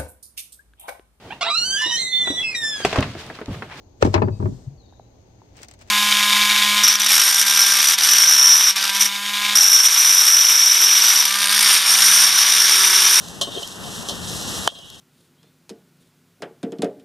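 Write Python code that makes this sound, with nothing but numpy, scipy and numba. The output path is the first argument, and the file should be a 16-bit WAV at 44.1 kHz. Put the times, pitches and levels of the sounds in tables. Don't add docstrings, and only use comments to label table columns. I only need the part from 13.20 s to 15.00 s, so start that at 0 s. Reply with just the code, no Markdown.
import sys
import numpy as np
from scipy import signal
from scipy.fft import rfft, irfft, next_fast_len
from scipy.io import wavfile
from scipy.ndimage import uniform_filter1d
from numba import njit

SR = 44100
rng = np.random.default_rng(int(sys.argv[2]) if len(sys.argv) > 2 else 0)


def unload_audio(sound):
    columns = np.transpose(np.atleast_2d(sound))
    steps = np.round(np.clip(columns, -1, 1) * 32767)
    wavfile.write(sys.argv[1], SR, steps.astype(np.int16))


N = 79380
T = np.arange(N) / SR
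FFT_SIZE = next_fast_len(2 * N)
FREQS = np.fft.rfftfreq(FFT_SIZE, 1 / SR)

def gain(db):
    return 10 ** (np.asarray(db) / 20)

def normalise(x):
    return x / np.sqrt(np.mean(x ** 2))

def gain_over_time(table, column):
    rows = np.array(table)
    return gain(np.interp(T, rows[:, 0], rows[:, column]))

def gain_over_pitch(points):
    hz, db = np.array(points).T
    return gain(np.interp(np.log(FREQS + 1), np.log(hz), db))

def apply_filter(x, curve):
    cepstrum = irfft(np.log(curve + 1e-6), FFT_SIZE)
    cepstrum[1:FFT_SIZE // 2] *= 2
    cepstrum[FFT_SIZE // 2 + 1:] = 0
    return irfft(rfft(x, FFT_SIZE) * np.exp(rfft(cepstrum)), FFT_SIZE)[..., :N]

def colour(x, points):
    return apply_filter(x, normalise(gain_over_pitch(points)))

def wander(per_s):
    hold = int(SR / per_s)
    steps = np.repeat(rng.standard_normal(N // hold + 1), hold)
    return normalise(uniform_filter1d(uniform_filter1d(steps, hold), hold)[:N])

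def clicks(per_s, spread_db):
    sizes = gain(spread_db * np.minimum(rng.exponential(size=N), 5))
    happens = rng.random(N) < per_s / SR
    return normalise(happens * sizes * rng.standard_normal((2, N)))

def burst(start_s, fade_s, first_click=0.16):
    x = clicks(per_s=9000, spread_db=1.4) * (T >= start_s) * np.exp(-np.abs(T - start_s) / fade_s)
    x /= np.linalg.norm(x, axis=1, keepdims=True) + 1e-12
    x[0, int(start_s * SR)] += first_click
    return x / np.linalg.norm(x, axis=1, keepdims=True) * np.sqrt(SR / 100)

@njit
def band_pass(x, hz, width_hz):
    y, band_state, low_state = np.empty(len(x)), 0., 0.
    for i in range(len(x)):
        tuning, damping = np.tan(np.pi * hz[i] / SR), width_hz / hz[i]
        band = (band_state + tuning * (x[i] - low_state)) / (1 + tuning * (tuning + damping))
        band_state = 2 * band - band_state
        low_state += 2 * tuning * band
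        y[i] = damping * band
    return y

def cut_lows(x, hz):
    return signal.sosfilt(signal.butter(4, hz, "high", fs=SR, output="sos"), x)

def fading_notes(notes):
    return sum(gain(db) * np.exp((2j * np.pi * hz - np.log(1000) / ring_s) * T)
               for hz, db, ring_s in notes)

def ring(force, notes):
    one_tap = cut_lows(fading_notes(notes).imag, hz=205)
    return signal.fftconvolve(force, one_tap[None] / np.linalg.norm(one_tap), axes=1)[:, :N]

def favour(force, hz, width_hz):
    return np.array([band_pass(channel, np.full(N, float(hz)), float(width_hz)) for channel in force])

# time_s, sizzle_db, seethe_db
FRYING_LEVELS = [(0, -40, -43.5), (.3, -42, -43), (.36, -36, -42), (.47, -37, -43.5), (.53, -37.5, -42.5),
                 (.63, -39, -39), (.8, -32.5, -38), (.87, -37, -38), (.98, -36.5, -38), (1.05, -33.5, -38),
                 (1.12, -28.5, -37.5), (1.2, -29, -36.5), (1.25, -32.5, -37), (1.3, -29, -35),
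                 (1.46, -30.5, -34.5), (1.8, -32.5, -39)]
# pitch_hz, level_db
SIZZLE_TONE = [(800, -18), (2000, -5.5), (3000, -3.5), (3700, 4), (4500, 0), (5600, 3), (7000, 1),
               (8500, -1), (10000, -5), (11200, -7), (12500, -6)]
SEETHE_TONE = [(100, -12.5), (300, 1), (700, 1.5), (1100, 2), (1600, -4), (2200, -7), (3200, -3),
               (6000, -30.5)]
def frying():
    pops_per_s, spread_db, hiss_db, flicker_db = 5000, 0.5, 2.5, 1.27
    sizzle = normalise(clicks(pops_per_s, spread_db) + gain(hiss_db) * rng.standard_normal((2, N)))
    sizzle *= gain_over_time(FRYING_LEVELS, column=1) * gain(flicker_db * wander(per_s=59.57))
    seethe = normalise(clicks(pops_per_s, spread_db) + rng.standard_normal((2, N)))
    seethe *= gain_over_time(FRYING_LEVELS, column=2)
    return colour(sizzle, SIZZLE_TONE) + colour(seethe, SEETHE_TONE)

# time_s, level_db
FLAME_LEVELS = [(0, -41.5), (.55, -46), (.66, -38), (.87, -40.5), (1.0, -37), (1.15, -37), (1.29, -32.5),
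                (1.39, -35), (1.45, -37), (1.8, -37.5)]
# pitch_hz, level_db
FLAME_TONE = [(20, -13.5), (40, -19), (80, -2.5), (130, -2), (180, 2.5), (260, -5.5), (450, -11.5),
              (1200, -26.5)]
def burner():
    rumble = colour(rng.standard_normal((2, N)), FLAME_TONE)
    flutter_db = 1.76 * wander(per_s=35.04)
    return rumble * gain_over_time(FLAME_LEVELS, column=1) * gain(flutter_db)

# start_s, level_db
OIL_SPITS = [(0.085, -37.5), (0.4756, -35), (1.7014, -25.5)]
# pitch_hz, level_db
SPIT_TONE = [(2500, -10), (5000, 3), (9000, -5), (12000, -3)]
def oil_spits():
    snaps = sum(gain(db) * burst(start_s, fade_s=0.0012) for start_s, db in OIL_SPITS)
    return colour(snaps, SPIT_TONE)

# pitch_hz, level_db, ring_s
STEEL_NOTES = [(2948, -15, 0.25), (3124, -1, 0.21), (3240, -4, 0.2), (3344, -2.5, 0.15), (3500, -1, 0.1),
               (3680, -2, 0.18), (3690, -4, 0.092), (3806, 3, 0.075), (4160, -7, 0.11), (5750, -29, 0.059),
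               (7340, -27, .06), (8398, -7, .064)]
# pitch_hz, level_db, ring_s
BOWL_NOTES = [(279, -3, 0.047), (387, -11, 0.12), (453, -7, 0.063), (578, -3.5, 0.046), (684.7, -1, 0.073),
              (1092, 0.5, 0.041), (1430, -16, 0.034)]
# pitch_hz, level_db
CONTACT_TONE = [(200, -27), (600, -1.5), (1500, -10.5), (2600, -14), (3100, 12.5), (3900, 8.5), (4500, 6),
                (6200, 5.5), (8600, -1.5), (10000, -3), (12500, -6.5)]
# start_s, steel_db, bowl_db, contact_db, chatter_fade_s, bowl_pitch_hz
LADLE_BLOWS = [(0.2127, -19.5, -23, -16.5, 0.017, 664), (.272, -34.5, -29.5, -53, 0.018, 380),
               (0.3203, -43, -53, -39, 0.0015, 680), (.4205, -52, -36, -40, .004, 563),
               (0.4281, -33, -45, -35, .005, 680), (0.6352, -41, -50, -35, .008, 680),
               (0.8871, -44, -26, -20.5, 0.034, 410), (1.4751, -18, -15, -18.5, 0.0086, 890),
               (1.52, -34, -22, -44, 0.0058, 560), (1.552, -20, -27.5, -32, 0.021, 430),
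               (1.587, -38, -30.5, -29, 0.0024, 600)]
def ladle_blows():
    steel = bowl = contact = 0
    for start_s, steel_db, bowl_db, contact_db, fade_s, bowl_hz in LADLE_BLOWS:
        push = burst(start_s, fade_s, first_click=0.78)
        steel += gain(steel_db) * push
        bowl += gain(bowl_db) * favour(push, bowl_hz, width_hz=560)
        contact += gain(contact_db) * burst(start_s, fade_s, first_click=0.44)
    return ring(steel, STEEL_NOTES) + ring(bowl, BOWL_NOTES) + colour(contact, CONTACT_TONE)

# start_s, length_s, steel_db, bowl_db, rasp_db, rasp_from_hz, rasp_to_hz, bowl_pitch_hz
LADLE_SCRAPES = [(0.309, 0.053, -42, -35, -39, 3380, 3420, 390),
                 (0.344, 0.062, -37.5, -26, -39.5, 3450, 2980, 428),
                 (0.636, 0.06, -62, -36.5, -49, 3350, 3000, 690),
                 (1.484, 0.032, -28, -39, -17, 3400, 3430, 450),
                 (1.555, 0.24, -40, -64, -36, 3060, 3190, 450)]
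def ladle_scrapes():
    fade_in_s, fade_out_s, rasp_width_hz = 0.003, 0.022, 360.0
    steel = bowl = rasp = 0
    for start_s, length_s, steel_db, bowl_db, rasp_db, from_hz, to_hz, bowl_hz in LADLE_SCRAPES:
        end_s = start_s + length_s
        pressure = np.clip((T - start_s) / fade_in_s, 0, 1) * np.clip((end_s - T) / fade_out_s, 0, 1)
        slips = clicks(per_s=2500, spread_db=-1.5)
        glide_hz = np.interp(T, [start_s, end_s], [from_hz, to_hz])
        grating = np.array([band_pass(channel, glide_hz, rasp_width_hz) for channel in slips])
        rasp += gain(rasp_db) * pressure * normalise(grating)
        steel += gain(steel_db) * pressure * slips
        bowl += gain(bowl_db) * favour(pressure * slips, bowl_hz, width_hz=120)
    return ring(steel, STEEL_NOTES) + ring(bowl, BOWL_NOTES) + rasp

# start_s, length_s, level_db, from_hz, to_hz
LADLE_SQUEAKS = [(.347, .016, -29.5, 3650, 3590), (.36, 0.036, -31.5, 3250, 3105),
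                 (0.427, .012, -24.5, 3023, 3040), (.436, .026, -35.5, 3220, 3235),
                 (1.59, 0.083, -31, 2975, 2945), (1.63, .15, -33, 3335, 3275)]
def ladle_squeaks():
    pitch_wobble, roughness_db, side_db = 0.0034, 2.5, -5
    tone = 0
    for start_s, length_s, db, from_hz, to_hz in LADLE_SQUEAKS:
        progress = np.clip((T - start_s) / length_s, 0, 1)
        swell = np.sqrt(np.abs(np.sin(np.pi * progress)))
        hz = (from_hz + (to_hz - from_hz) * progress) * (1 + pitch_wobble * wander(per_s=300))
        level = gain(db + roughness_db * wander(per_s=250))
        tone += level * swell * np.exp(2j * np.pi * np.cumsum(hz) / SR)
    return np.array([tone.imag, gain(side_db) * tone.real])

# pitch_hz, level_db, ring_s
KNOCK_NOTES = [(710, -6.5, 0.011), (1070, -1.5, 0.0067), (1540, 3, 0.003), (3120, -2, 0.022),
               (7420, -4.5, 0.0021)]
# pitch_hz, level_db, ring_s
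RIM_NOTES = [(3260, 5, .5), (3360, -8, 0.79), (3467, -4, 0.25), (3470, -15, 0.86)]
def hard_knock():
    start_s, clack_db, rim_db, side_db = 1.4765, 15.5, -26.5, -9.5
    clack = cut_lows(fading_notes(KNOCK_NOTES), hz=467)
    clack /= np.abs(clack.imag).max()
    knock = gain(clack_db) * clack + gain(rim_db) * fading_notes(RIM_NOTES)
    knock = np.concatenate([np.zeros(int(start_s * SR)), knock])[:N]
    return np.array([knock.imag, gain(side_db) * knock.real])

# pitch_hz, width_hz, gain_db
MID_HOLLOWS = [(2290, 252, -33), (4710, 85, -14.5), (6960, 150, -4.5), (9290, 150, -12.5),
               (11580, 216, -9.5)]
# pitch_hz, gain_db
SIDE_TONE = [(60, -2), (600, -7), (900, -11), (1130, -28), (1550, 1.5), (2300, -1.5), (2950, 0),
             (3500, -16), (3900, -6.5), (4400, -38), (6000, -76), (12000, -59)]
# pitch_hz, left_over_right_db
LEFT_LEAN = [(100, 6.5), (200, 5.5), (400, 4), (700, 2.3), (1150, 0), (2200, .4), (3150, 1.6), (4000, 0)]
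def stereo_colour(mid, side):
    hollows_db = sum(db * np.exp(-((FREQS - hz) / width_hz) ** 2) for hz, width_hz, db in MID_HOLLOWS)
    mid = apply_filter(mid, gain(hollows_db))
    side = apply_filter(side, gain_over_pitch(SIDE_TONE))
    lean = np.sqrt(gain_over_pitch(LEFT_LEAN))
    return np.array([apply_filter(mid + side, lean), apply_filter(mid - side, 1 / lean)])

def scene():
    cooking = frying() + burner() + oil_spits()
    ladle = ladle_blows() + ladle_scrapes() + ladle_squeaks() + hard_knock()
    mid, side = cooking + ladle
    return stereo_colour(mid, side)

def record(dry):
    limit_db, recover_db_per_s, react_s, look_ahead_s, top_hz = -0.5, 15, 0.00082, 0.00069, 12600
    peak_db = 20 * np.log10(np.abs(dry).max(axis=0) + 1e-9)
    overload_db = np.maximum(peak_db - limit_db, 0)
    recovery_db = recover_db_per_s * T
    cut_db = np.maximum.accumulate(overload_db + recovery_db) - recovery_db
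    cut_db = np.interp(T + look_ahead_s, T, cut_db)
    smoothing = np.exp(-1 / (react_s * SR))
    cut_db = signal.lfilter([1 - smoothing], [1, -smoothing], cut_db)
    clipped = np.clip(dry * gain(-cut_db), -1, 1)
    treble_cut = signal.ellip(10, .2, 70, top_hz, fs=SR, output="sos")
    return signal.sosfilt(treble_cut, clipped)

dry = scene()
out = record(dry)
unload_audio(out)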